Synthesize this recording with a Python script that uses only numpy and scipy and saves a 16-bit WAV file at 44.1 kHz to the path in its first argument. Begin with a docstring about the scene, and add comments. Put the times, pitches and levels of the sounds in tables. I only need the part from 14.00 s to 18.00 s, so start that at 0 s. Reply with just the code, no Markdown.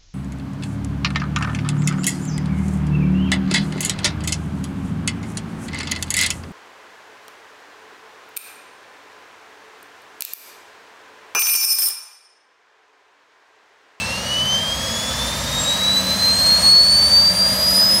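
"""On a lawn, a few metres away, a small gas turbine in a tractor spools up.
The compressor's blade-passing whine climbs with the shaft, swelling and fading as it sweeps.
Turbulent gas in the ducts makes the exhaust roar and intake hiss. Beneath them: weaker shaft orders,
a higher blade whistle, a rasp and low hums. A gain control turns down when the whine peaks."""
import sys
import numpy as np
from scipy import signal
from scipy.fft import rfft, irfft
from scipy.io import wavfile
from scipy.ndimage import uniform_filter1d

SR = 44100
rng = np.random.default_rng(int(sys.argv[2]) if len(sys.argv) > 2 else 0)


def master_out(mix):
    """Clip the mix to full scale and print it as 16-bit PCM to the path in sys.argv[1]."""
    frames = np.transpose(np.atleast_2d(mix))
    ceiling = np.clip(frames, -1, 1)
    pcm = np.round(ceiling * 32767).astype(np.int16)
    wavfile.write(sys.argv[1], SR, pcm)


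N = 176400
TIME_S = np.arange(N) / SR

# shaft speed: time_s, speed_rev_per_s
SHAFT_SPEED = [(0, 176.0), (0.1, 181), (0.25, 192), (0.5, 204.5), (0.8, 219), (1.1, 230), (1.5, 247.7),
               (1.9, 262), (2.3, 276.2), (2.75, 292.6), (3.05, 302.2), (3.3, 311.2), (3.58, 322),
               (3.8, 331.8), (4, 339.6)]
# blade-passing whine: time_s, level_db
WHINE_LEVEL = [(.02, -25), (.065, -36), (.13, -27), (.24, -40), (.33, -23), (.41, -19.5), (.45, -22),
               (.54, -19), (.63, -25), (.73, -23.5), (.765, -39), (.81, -29.5), (1.09, -28), (1.15, -37),
               (1.21, -25.5), (1.33, -33), (1.44, -40), (1.52, -29.5), (1.58, -21.5), (1.63, -48),
               (1.68, -19.5), (1.72, -18.5), (1.78, -28.5), (1.83, -19.5), (1.89, -16.5), (1.93, -19.5),
               (1.975, -15), (2.02, -30.5), (2.12, -18.5), (2.18, -30), (2.23, -16.5), (2.31, -14.5),
               (2.35, -19.5), (2.54, -12), (2.62, -26.5), (2.68, -8), (2.8, -5.5), (2.86, -10.5),
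               (2.95, -10), (3.06, -10.5), (3.097, -20.5), (3.12, -10.5), (3.18, -8), (3.23, -11),
               (3.29, -11), (3.34, -27), (3.41, -13.5), (3.56, -23), (3.68, -15), (3.74, -17), (3.795, -12),
               (3.89, -15), (3.945, -14), (3.99, -20.5)]
# octave of the whine: time_s, level_db
OCTAVE_LEVEL = [(0, -44), (.25, -40), (.42, -37), (.47, -24.5), (.55, -27), (.65, -43), (.92, -34.5),
                (1, -31), (1.18, -37), (1.5, -39), (1.62, -25), (1.75, -35.5), (1.88, -42), (1.94, -34.5),
                (2.25, -36), (2.33, -30.5), (2.58, -33.5), (2.68, -23.5), (2.82, -28), (2.9, -24),
                (3.18, -28.5), (3.24, -39), (3.33, -30.5), (3.62, -35), (3.77, -24), (3.86, -41),
                (3.96, -26.5)]
# exhaust roar and intake hiss: frequency_hz, relative_density_db
ROAR_SPECTRUM = [(20, -52), (40, -26), (58, -1.5), (95, -1.5), (120, -4), (170, -7.5), (225, -2.5),
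                 (260, -7.5), (310, -13), (430, -17), (520, -4.5), (660, -7), (800, -11), (920, -7.5),
                 (1120, -10), (1290, -8), (1460, -16), (1650, -8.5), (2100, -13), (2700, -15.5),
                 (3100, -13), (3500, -13.5), (4000, -11.5), (4700, -10.5), (5500, -14.5), (6200, -12),
                 (7100, -18.5), (9000, -18), (11000, -24.5), (15500, -28.5)]
# spectral change with shaft speed: frequency_hz, db_per_doubling
ROAR_TILT = [(60, -9), (300, -1), (600, -5), (1200, -1), (2500, -3.5), (4200, 1), (6000, -0.5), (9000, 5.5),
             (15000, 8)]
# roar: time_s, level_db
ROAR_LEVEL = [(0, -27.5), (.6, -27.5), (1.2, -25.5), (2, -24.5), (2.6, -23.5), (3, -23.5), (3.5, -24.5),
              (4, -24.5)]
# weaker tones: multiple of shaft speed
ORDERS = [.578, 1, 2, 16, 23, 24, 45, 46, 60]
# one row per order: level_db at nine even steps, start to end
ORDER_LEVELS = [(-42, -52, -51, -37, -46, -39, -41, -34.5, -31.5),
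                (-43, -46.5, -37, -49, -41, -47, -50, -61.5, -42),
                (-52, -59, -55, -61, -37, -60, -52, -44, -46),
                (-60, -48, -53, -54, -57, -39, -36, -57, -48),
                (-40.5, -41, -43, -41, -47, -52, -50, -49, -54),
                (-51, -40, -43, -47, -41, -37, -46, -47, -47),
                (-50, -45, -51, -56, -43, -40, -41, -42, -41),
                (-39, -55, -46, -46, -57, -49, -60, -60, -65),
                (-56, -52, -51, -50, -53, -60, -60, -60, -60)]
# higher blade row: time_s, level_db
WHISTLE_LEVEL = [(0, -60), (.45, -55), (.65, -42.5), (1.1, -42), (1.25, -50), (1.7, -48), (2.1, -55),
                 (2.9, -54), (3.2, -42), (3.48, -47), (3.53, -34), (3.75, -32.5), (4, -35)]
# raspy hiss: time_s, level_db
RASP_LEVEL = [(0, -45), (.3, -42), (.6, -42), (.9, -33.5), (1.15, -42), (1.6, -44), (2.2, -54), (4, -60)]
# hollow swell in the roar: time_s, level_db
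DUCT_LEVEL = [(0, -61), (2.8, -41), (3.2, -39), (3.5, -34.5), (3.75, -35.5), (4, -40)]
# low drone: time_s, level_db
DRONE_LEVEL = [(0, -50), (1.2, -46), (1.6, -39), (2.05, -31.5), (2.5, -38.5), (2.9, -37), (3.5, -36.5),
               (4, -48)]
# low rumble: time_s, level_db
RUMBLE_LEVEL = [(0, -50), (1.05, -43), (1.25, -36.5), (1.65, -36), (1.85, -52), (2.3, -57), (2.5, -42),
                (3.2, -47), (3.45, -37.5), (3.75, -40.5), (4, -59)]
# two brief rising hums, one curve each: time_s, pitch_hz, level_db
HUM_GLIDES = [
    [(.2, 128.5, -60), (.35, 133.8, -41), (.5, 138.3, -37), (.62, 158.5, -38.5), (.8, 161.8, -44),
     (.95, 165, -60)],
    [(2.4, 57.93, -58), (2.7, 64.43, -43), (2.95, 72, -35), (3.2, 81, -34), (3.4, 81.95, -58)],
]


def amp(db):
    """Decibels to gain."""
    return 10 ** (np.asarray(db) / 20)


def unit_rms(x):
    """Scales to rms 1."""
    return x / np.sqrt(np.mean(abs(x) ** 2) + 1e-20)


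def over_time(points):
    """Table interpolated at every sample."""
    return np.interp(TIME_S, *np.transpose(points))


def over_hz(points, hz):
    """Table interpolated over log frequency."""
    point_hz, values = np.transpose(points)
    return np.interp(np.log(hz + 1), np.log(point_hz), values)


def notched_gain(points):
    """Levels joined linearly in pressure, so fades are narrow notches."""
    time_s, level_db = np.transpose(points)
    return np.interp(TIME_S, time_s, amp(level_db))


def wander(rate_hz):
    """Random motion of rms 1, up to about rate_hz."""
    hz = np.fft.rfftfreq(N, 1 / SR)
    spectrum = rfft(rng.standard_normal(N)) / np.sqrt(1 + (hz / rate_hz) ** 4)
    return unit_rms(irfft(spectrum, N))


def tone(hz, rough, width_hz, steady=1):
    """Tone of rms 1, shaken in strength and phase."""
    shake = (wander(width_hz) + 1j * wander(width_hz)) / np.sqrt(2)
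    cycles = np.cumsum(hz * np.ones(N)) / SR
    return unit_rms(((steady + rough * shake) * np.exp(2j * np.pi * cycles)).real)


def noise_band(hz, width_hz):
    """Noise of rms 1, about width_hz to each side of hz."""
    return tone(hz, 1, width_hz, steady=0)


def compressor(shaft_hz, blades=15, flutter=0.17, flutter_hz=65.4):
    """Blade-passing whine shaken by turbulence, its air-scattered skirt and a shimmering octave."""
    blade_hz = blades * shaft_hz
    whine = notched_gain(WHINE_LEVEL) * tone(blade_hz, flutter, flutter_hz)
    skirt = amp(-39.5) * noise_band(blade_hz, width_hz=58.7)  # heard in the fades
    shimmer = unit_rms(1 + 0.32 * wander(rate_hz=7.6))
    octave = amp(over_time(OCTAVE_LEVEL)) * shimmer * tone(2 * blade_hz, 2 * flutter, flutter_hz)
    return whine + skirt + octave


def roar(shaft_hz, patch_db=0.4, swell_db=0.28):
    """Turbulent gas in fixed duct resonances; the hiss brightens with speed."""
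    framing = dict(fs=SR, nperseg=2048, noverlap=1536)
    hz, frame_s, noise = signal.stft(rng.standard_normal(N), **framing)
    doublings = np.log2(np.interp(frame_s, TIME_S, shaft_hz) / shaft_hz.mean())
    patches = uniform_filter1d(rng.standard_normal(noise.shape), size=16, axis=0)
    patches = unit_rms(uniform_filter1d(patches, size=9, axis=1))
    tilt_db = over_hz(ROAR_TILT, hz)[:, None] * doublings
    shape_db = over_hz(ROAR_SPECTRUM, hz)[:, None] + tilt_db + patch_db * patches
    gas = signal.istft(noise * amp(shape_db), **framing)[1][:N]
    return unit_rms(gas) * amp(over_time(ROAR_LEVEL) + swell_db * wander(rate_hz=12))


def shaft_orders(shaft_hz, fade_db=1.5, ring_hz=10930, ring_half_width_hz=110, ring_db=8):
    """Gear, rotor and blade tones; those crossing a fixed high resonance flare."""
    out = np.zeros(N)
    for order, levels_db in zip(ORDERS, ORDER_LEVELS):
        hz = order * shaft_hz
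        step_s = np.linspace(0, TIME_S[-1], len(levels_db))
        level_db = np.interp(TIME_S, step_s, levels_db) + fade_db * wander(rate_hz=7)
        level_db += ring_db / (1 + ((hz - ring_hz) / ring_half_width_hz) ** 2)
        out += amp(level_db) * tone(hz, rough=0.37 * order ** 0.16, width_hz=4 * np.sqrt(order))
    return out


def whistle(shaft_hz, order=36):
    """A higher blade row, loudest near the end."""
    return notched_gain(WHISTLE_LEVEL) * tone(order * shaft_hz, rough=0.41, width_hz=34)


def rasp(shaft_hz, order=22.7):
    """Band of hiss climbing with the shaft."""
    return amp(over_time(RASP_LEVEL)) * noise_band(order * shaft_hz, width_hz=160)


def duct_swell():
    """Hollow band in the roar, swelling late."""
    return amp(over_time(DUCT_LEVEL)) * noise_band(hz=617, width_hz=49)


def low_hums():
    """Rumble and drone at fixed pitch, plus two brief rising hums."""
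    out = amp(over_time(RUMBLE_LEVEL)) * tone(hz=61.1, rough=0.27, width_hz=3.4)
    out += amp(over_time(DRONE_LEVEL)) * tone(hz=192.3, rough=0.36, width_hz=10)
    for glide in HUM_GLIDES:
        time_s, pitch_hz, level_db = np.transpose(glide)
        gain = np.interp(TIME_S, time_s, amp(level_db), left=0, right=0)
        out += gain * tone(np.interp(TIME_S, time_s, pitch_hz), rough=0.21, width_hz=6.8)
    return out


def scene():
    """One shaft speed drives the turbine, over the hums and duct swell; mono."""
    shaft_hz = over_time(SHAFT_SPEED)
    turbine = compressor(shaft_hz) + whistle(shaft_hz) + rasp(shaft_hz)
    turbine += shaft_orders(shaft_hz) + roar(shaft_hz)
    return (turbine + low_hums() + duct_swell())[None]


def record(dry):
    """Gain control, quick down on peaks and slow back; then band limits."""
    threshold_db, peak_decay_db_per_s, reduction_share = -9.5, 8, 0.78
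    low_cut_hz, high_cut_hz = 35, 15800
    power_db = 10 * np.log10(abs(uniform_filter1d(dry[0] ** 2, size=441)) + 1e-12)
    decay_db = TIME_S * peak_decay_db_per_s
    peak_db = np.maximum.accumulate(power_db + decay_db) - decay_db
    excess_db = np.maximum(peak_db - threshold_db, 0)
    ducked = dry / amp(reduction_share * uniform_filter1d(excess_db, size=300))
    highpass = signal.butter(4, low_cut_hz, "high", fs=SR, output="sos")
    lowpass = signal.firwin(511, high_cut_hz, window=("kaiser", 9), fs=SR)
    return signal.oaconvolve(signal.sosfilt(highpass, ducked), lowpass[None], "same")


dry = scene()
out = record(dry)
master_out(out)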